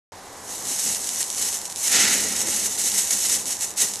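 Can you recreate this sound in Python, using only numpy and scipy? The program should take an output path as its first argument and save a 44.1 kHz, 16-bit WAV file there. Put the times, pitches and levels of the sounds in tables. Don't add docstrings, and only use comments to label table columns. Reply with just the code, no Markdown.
import sys
import numpy as np
from scipy import signal
from scipy.fft import rfft, irfft
from scipy.io import wavfile

SR = 44100
rng = np.random.default_rng(int(sys.argv[2]) if len(sys.argv) > 2 else 0)


def put_to_file(sound):
    columns = np.atleast_2d(sound).T
    safe = np.clip(columns, -1, 1)
    whole_steps = np.round(safe * 32767)
    wavfile.write(sys.argv[1], SR, whole_steps.astype(np.int16))


N = 176400

# time in seconds, relative level in dB.
AIR_LEVEL = [(.13, -41.5), (.55, -41.5), (1.0, -43), (2.5, -43.5), (4.0, -43.5)]
ROAR_LEVEL = [(.13, -65), (.4, -53.5), (.6, -46), (.67, -42), (.8, -50.5), (.865, -41.5), (.96, -53),
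              (1.3, -50.5), (1.43, -45), (1.56, -51), (1.62, -55), (1.78, -59), (1.98, -34.5),
              (2.58, -38.5), (2.73, -45), (3.0, -43.5), (3.085, -57), (3.125, -42), (3.2, -46), (3.34, -45),
              (3.5, -47.5), (3.785, -52.5), (3.825, -34.5), (3.89, -53), (4.0, -53)]
FLARE_UP_LEVEL = [(1.78, -67), (1.89, -32.5), (1.95, -18), (2.02, -20.5), (2.13, -24.5), (2.24, -32),
                  (2.6, -38.5), (2.75, -55)]
BURN_LEVEL = [(.13, -53), (.44, -41.5), (.52, -31), (.55, -31.5), (.58, -35.5), (.63, -33), (.71, -26.5),
              (.86, -23), (.96, -25), (.99, -32), (1.05, -27.5), (1.12, -29.5), (1.215, -22.5),
              (1.235, -30.5), (1.33, -32), (1.42, -21.5), (1.445, -26), (1.48, -22), (1.52, -31.5),
              (1.565, -24), (1.58, -35.5), (1.66, -36), (1.685, -40.5), (1.71, -36.5), (1.75, -41),
              (1.77, -32), (1.86, -19.5), (1.9, -23), (1.925, -17.5), (2.0, -20.5), (2.085, -22),
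              (2.125, -20), (2.22, -25), (2.35, -27.5), (2.41, -23), (2.45, -31), (2.475, -24.5),
              (2.62, -24.5), (2.66, -20), (2.68, -30), (2.74, -26), (2.77, -30.5), (2.795, -20),
              (2.835, -25.5), (2.87, -19), (2.92, -26), (2.995, -18.5), (3.03, -26), (3.101, -26.5),
              (3.109, -18), (3.14, -20), (3.16, -25.5), (3.255, -21.5), (3.285, -25), (3.295, -19),
              (3.355, -19.5), (3.38, -27), (3.45, -33), (3.465, -25), (3.53, -25), (3.55, -32),
              (3.595, -36), (3.635, -21.5), (3.66, -30.5), (3.72, -39.5), (3.755, -48), (3.775, -23.5),
              (3.82, -16), (3.855, -24), (3.92, -31), (3.95, -33), (4.0, -30.5)]
# start in seconds, relative peak in dB.
SPITS = [(.6245, -17), (0.676, -13), (0.9483, -5), (1.044, -13), (1.0917, -5), (1.229, -2), (1.3024, -5),
         (1.348, -12), (1.4255, -8), (1.528, -10), (1.6162, -14), (1.6564, -12.5), (1.7006, -15),
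         (1.7125, -18), (1.7253, -14), (1.7604, -9), (2.3661, -8), (2.7276, -23), (2.9181, -5),
         (3.1113, -7), (3.2783, -11), (3.293, -10), (3.4568, -10), (3.569, -15), (3.6097, -12),
         (3.7704, -15), (3.9373, -9), (3.958, -9)]
# frequency in Hz, gain in dB.
AIR_SPECTRUM = [(20, -8), (45, -13.5), (85, 0), (150, -5.5), (330, -4), (500, 0), (640, -0.5), (800, 3.5),
                (1020, 0), (1300, -6), (1950, -6.5), (2500, -15), (5000, -13), (12500, -22)]
ROAR_SPECTRUM = [(30, -26), (80, -10.5), (145, -11.5), (180, -9.5), (202, 5), (232, -5.5), (266, 1),
                 (298, -8), (335, 1), (370, -7.5), (410, -1), (600, -13), (850, -9), (1200, -18),
                 (3000, -33.5)]
RUSH_SPECTRUM = [(300, -21.5), (800, -8), (1120, -18), (1400, 0), (1600, -6), (1950, 4.5), (2450, -4),
                 (2800, 1.5), (3300, -6), (3750, -2.5), (4900, -3.5), (6600, 2), (8200, -6.5), (9500, -25),
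                 (12500, -34)]
SPIT_SPECTRUM = [(300, -26), (1500, -11), (4000, 1.5), (7000, 6), (9500, 5), (12500, -9)]
HISS_SPECTRUM = [(150, -37), (500, -23.5), (900, -19), (1150, -26), (1400, -17.5), (1650, -18),
                 (1980, -11.5), (2400, -17), (2850, -10), (3350, -14.5), (3900, -9), (4900, -10),
                 (5700, -2.5), (6650, 1), (7300, -1), (7850, 0), (8800, -4.5), (10800, -5.5), (12400, -9.5)]
WALL_SPECTRUM = [(200, -9), (3000, 3), (7000, 1.5), (12000, 2)]
# frequency in Hz, side minus mid in dB.
WIDTH = [(100, -31), (300, -20.5), (700, -15.5), (1200, -11), (2100, -22.5), (3200, -16), (4000, -19),
         (5200, -14.5), (8000, -15.5), (10000, -28), (12000, -14)]
# frequency in Hz, left minus right in dB.
BALANCE = [(400, 0.25), (2000, -1), (4800, -1.6), (5500, -5), (6500, -1), (7500, 0), (12000, .1)]

TIME_S = np.arange(N) / SR
FLUTTER_PER_S, FLUTTER_DB = 110, 1.5


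def undb(db):
    return 10 ** (np.asarray(db) / 20)


def unit_rms(x):
    return x / np.sqrt(np.mean(x ** 2))


def envelope(rows):
    return undb(np.interp(TIME_S, *np.array(rows).T))


def bin_gains(spectrum):
    hz, db = np.array(spectrum).T
    bin_hz = np.arange(N // 2 + 1) * SR / N
    return undb(np.interp(np.log(bin_hz + 1), np.log(hz), db))


def colour(x, spectrum):
    cepstrum = irfft(np.log(bin_gains(spectrum)), N)
    cepstrum[1:N // 2] *= 2
    cepstrum[N // 2 + 1:] = 0
    return irfft(rfft(x) * np.exp(rfft(cepstrum)), N)


def noise(spectrum):
    return unit_rms(colour(rng.standard_normal(N), spectrum))


def waver(rate_per_s, depth_db):
    return undb(depth_db * np.interp(TIME_S * rate_per_s, np.arange(N), rng.standard_normal(N)))


def night_air():
    return noise(AIR_SPECTRUM) * envelope(AIR_LEVEL) * waver(rate_per_s=6.2, depth_db=0.5)


def wall(direct, delay_s=.0124, echo_db=-14, scatter_db=-13.5, t60_s=.1):
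    tail_s = np.arange(SR // 2) / SR
    tail = rng.standard_normal(len(tail_s)) * np.exp(-np.log(1000) * tail_s / t60_s)
    scatter = signal.fftconvolve(direct, tail / np.linalg.norm(tail))[:N]
    echo = np.pad(colour(direct, WALL_SPECTRUM), (int(delay_s * SR), 0))[:N]
    return direct + undb(echo_db) * echo + undb(scatter_db) * scatter


def near_scatter(mid, length_s=.04):
    response = rng.standard_normal(int(length_s * SR))
    side = signal.fftconvolve(colour(mid, WIDTH), response / np.linalg.norm(response))[:N]
    left_gain = np.sqrt(bin_gains(BALANCE))
    return irfft(np.array([rfft(mid + side) * left_gain, rfft(mid - side) / left_gain]), N)


def spits(gain_db=1):
    impulses = np.zeros(N)
    for start_s, peak_db in SPITS:
        impulses[int(start_s * SR)] += undb(peak_db + gain_db)
    snap = colour(signal.unit_impulse(N), SPIT_SPECTRUM)
    return signal.fftconvolve(impulses, snap / np.abs(snap).max())[:N]


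def flame():
    roar = noise(ROAR_SPECTRUM) * envelope(ROAR_LEVEL) * waver(rate_per_s=45, depth_db=2.5)
    rush = noise(RUSH_SPECTRUM) * envelope(FLARE_UP_LEVEL) * waver(FLUTTER_PER_S, FLUTTER_DB)
    return roar + rush


def grain_bursts(rate_per_s, spread_db):
    occurs = rng.random(N) < rate_per_s / SR
    size = undb(spread_db * np.minimum(rng.exponential(size=N), 3.5))
    polarity = np.sign(rng.standard_normal(N))
    return unit_rms(colour(occurs * size * polarity, HISS_SPECTRUM))


def hiss(full_burn_db=-20, catch_s=(.4, .65)):
    burn = envelope(BURN_LEVEL) / undb(full_burn_db)
    caught = np.interp(TIME_S, catch_s, (0, 1))
    gas = undb(-2.5) * noise(HISS_SPECTRUM) * burn
    sizzle = undb(-4.5) * grain_bursts(rate_per_s=7000, spread_db=3) * burn
    crackle = undb(-9.5) * grain_bursts(rate_per_s=330, spread_db=4.5) * caught * burn ** .58
    rush = undb(-36.5) * noise(RUSH_SPECTRUM) * burn ** 1.5
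    return (undb(full_burn_db) * (gas + sizzle + crackle) + rush) * waver(FLUTTER_PER_S, FLUTTER_DB)


def scene():
    flare = hiss() + flame() + spits()
    return near_scatter(wall(flare) + night_air())


def record(dry):
    start_s, ceiling, cutoff_hz = .12, .55, 12400
    limited = dry / (1 + (dry / ceiling) ** 4) ** .25
    lowpass = signal.ellip(12, .2, 80, cutoff_hz, fs=SR, output="sos")
    return signal.sosfilt(lowpass, limited * (TIME_S >= start_s))


dry = scene()
out = record(dry)
put_to_file(out)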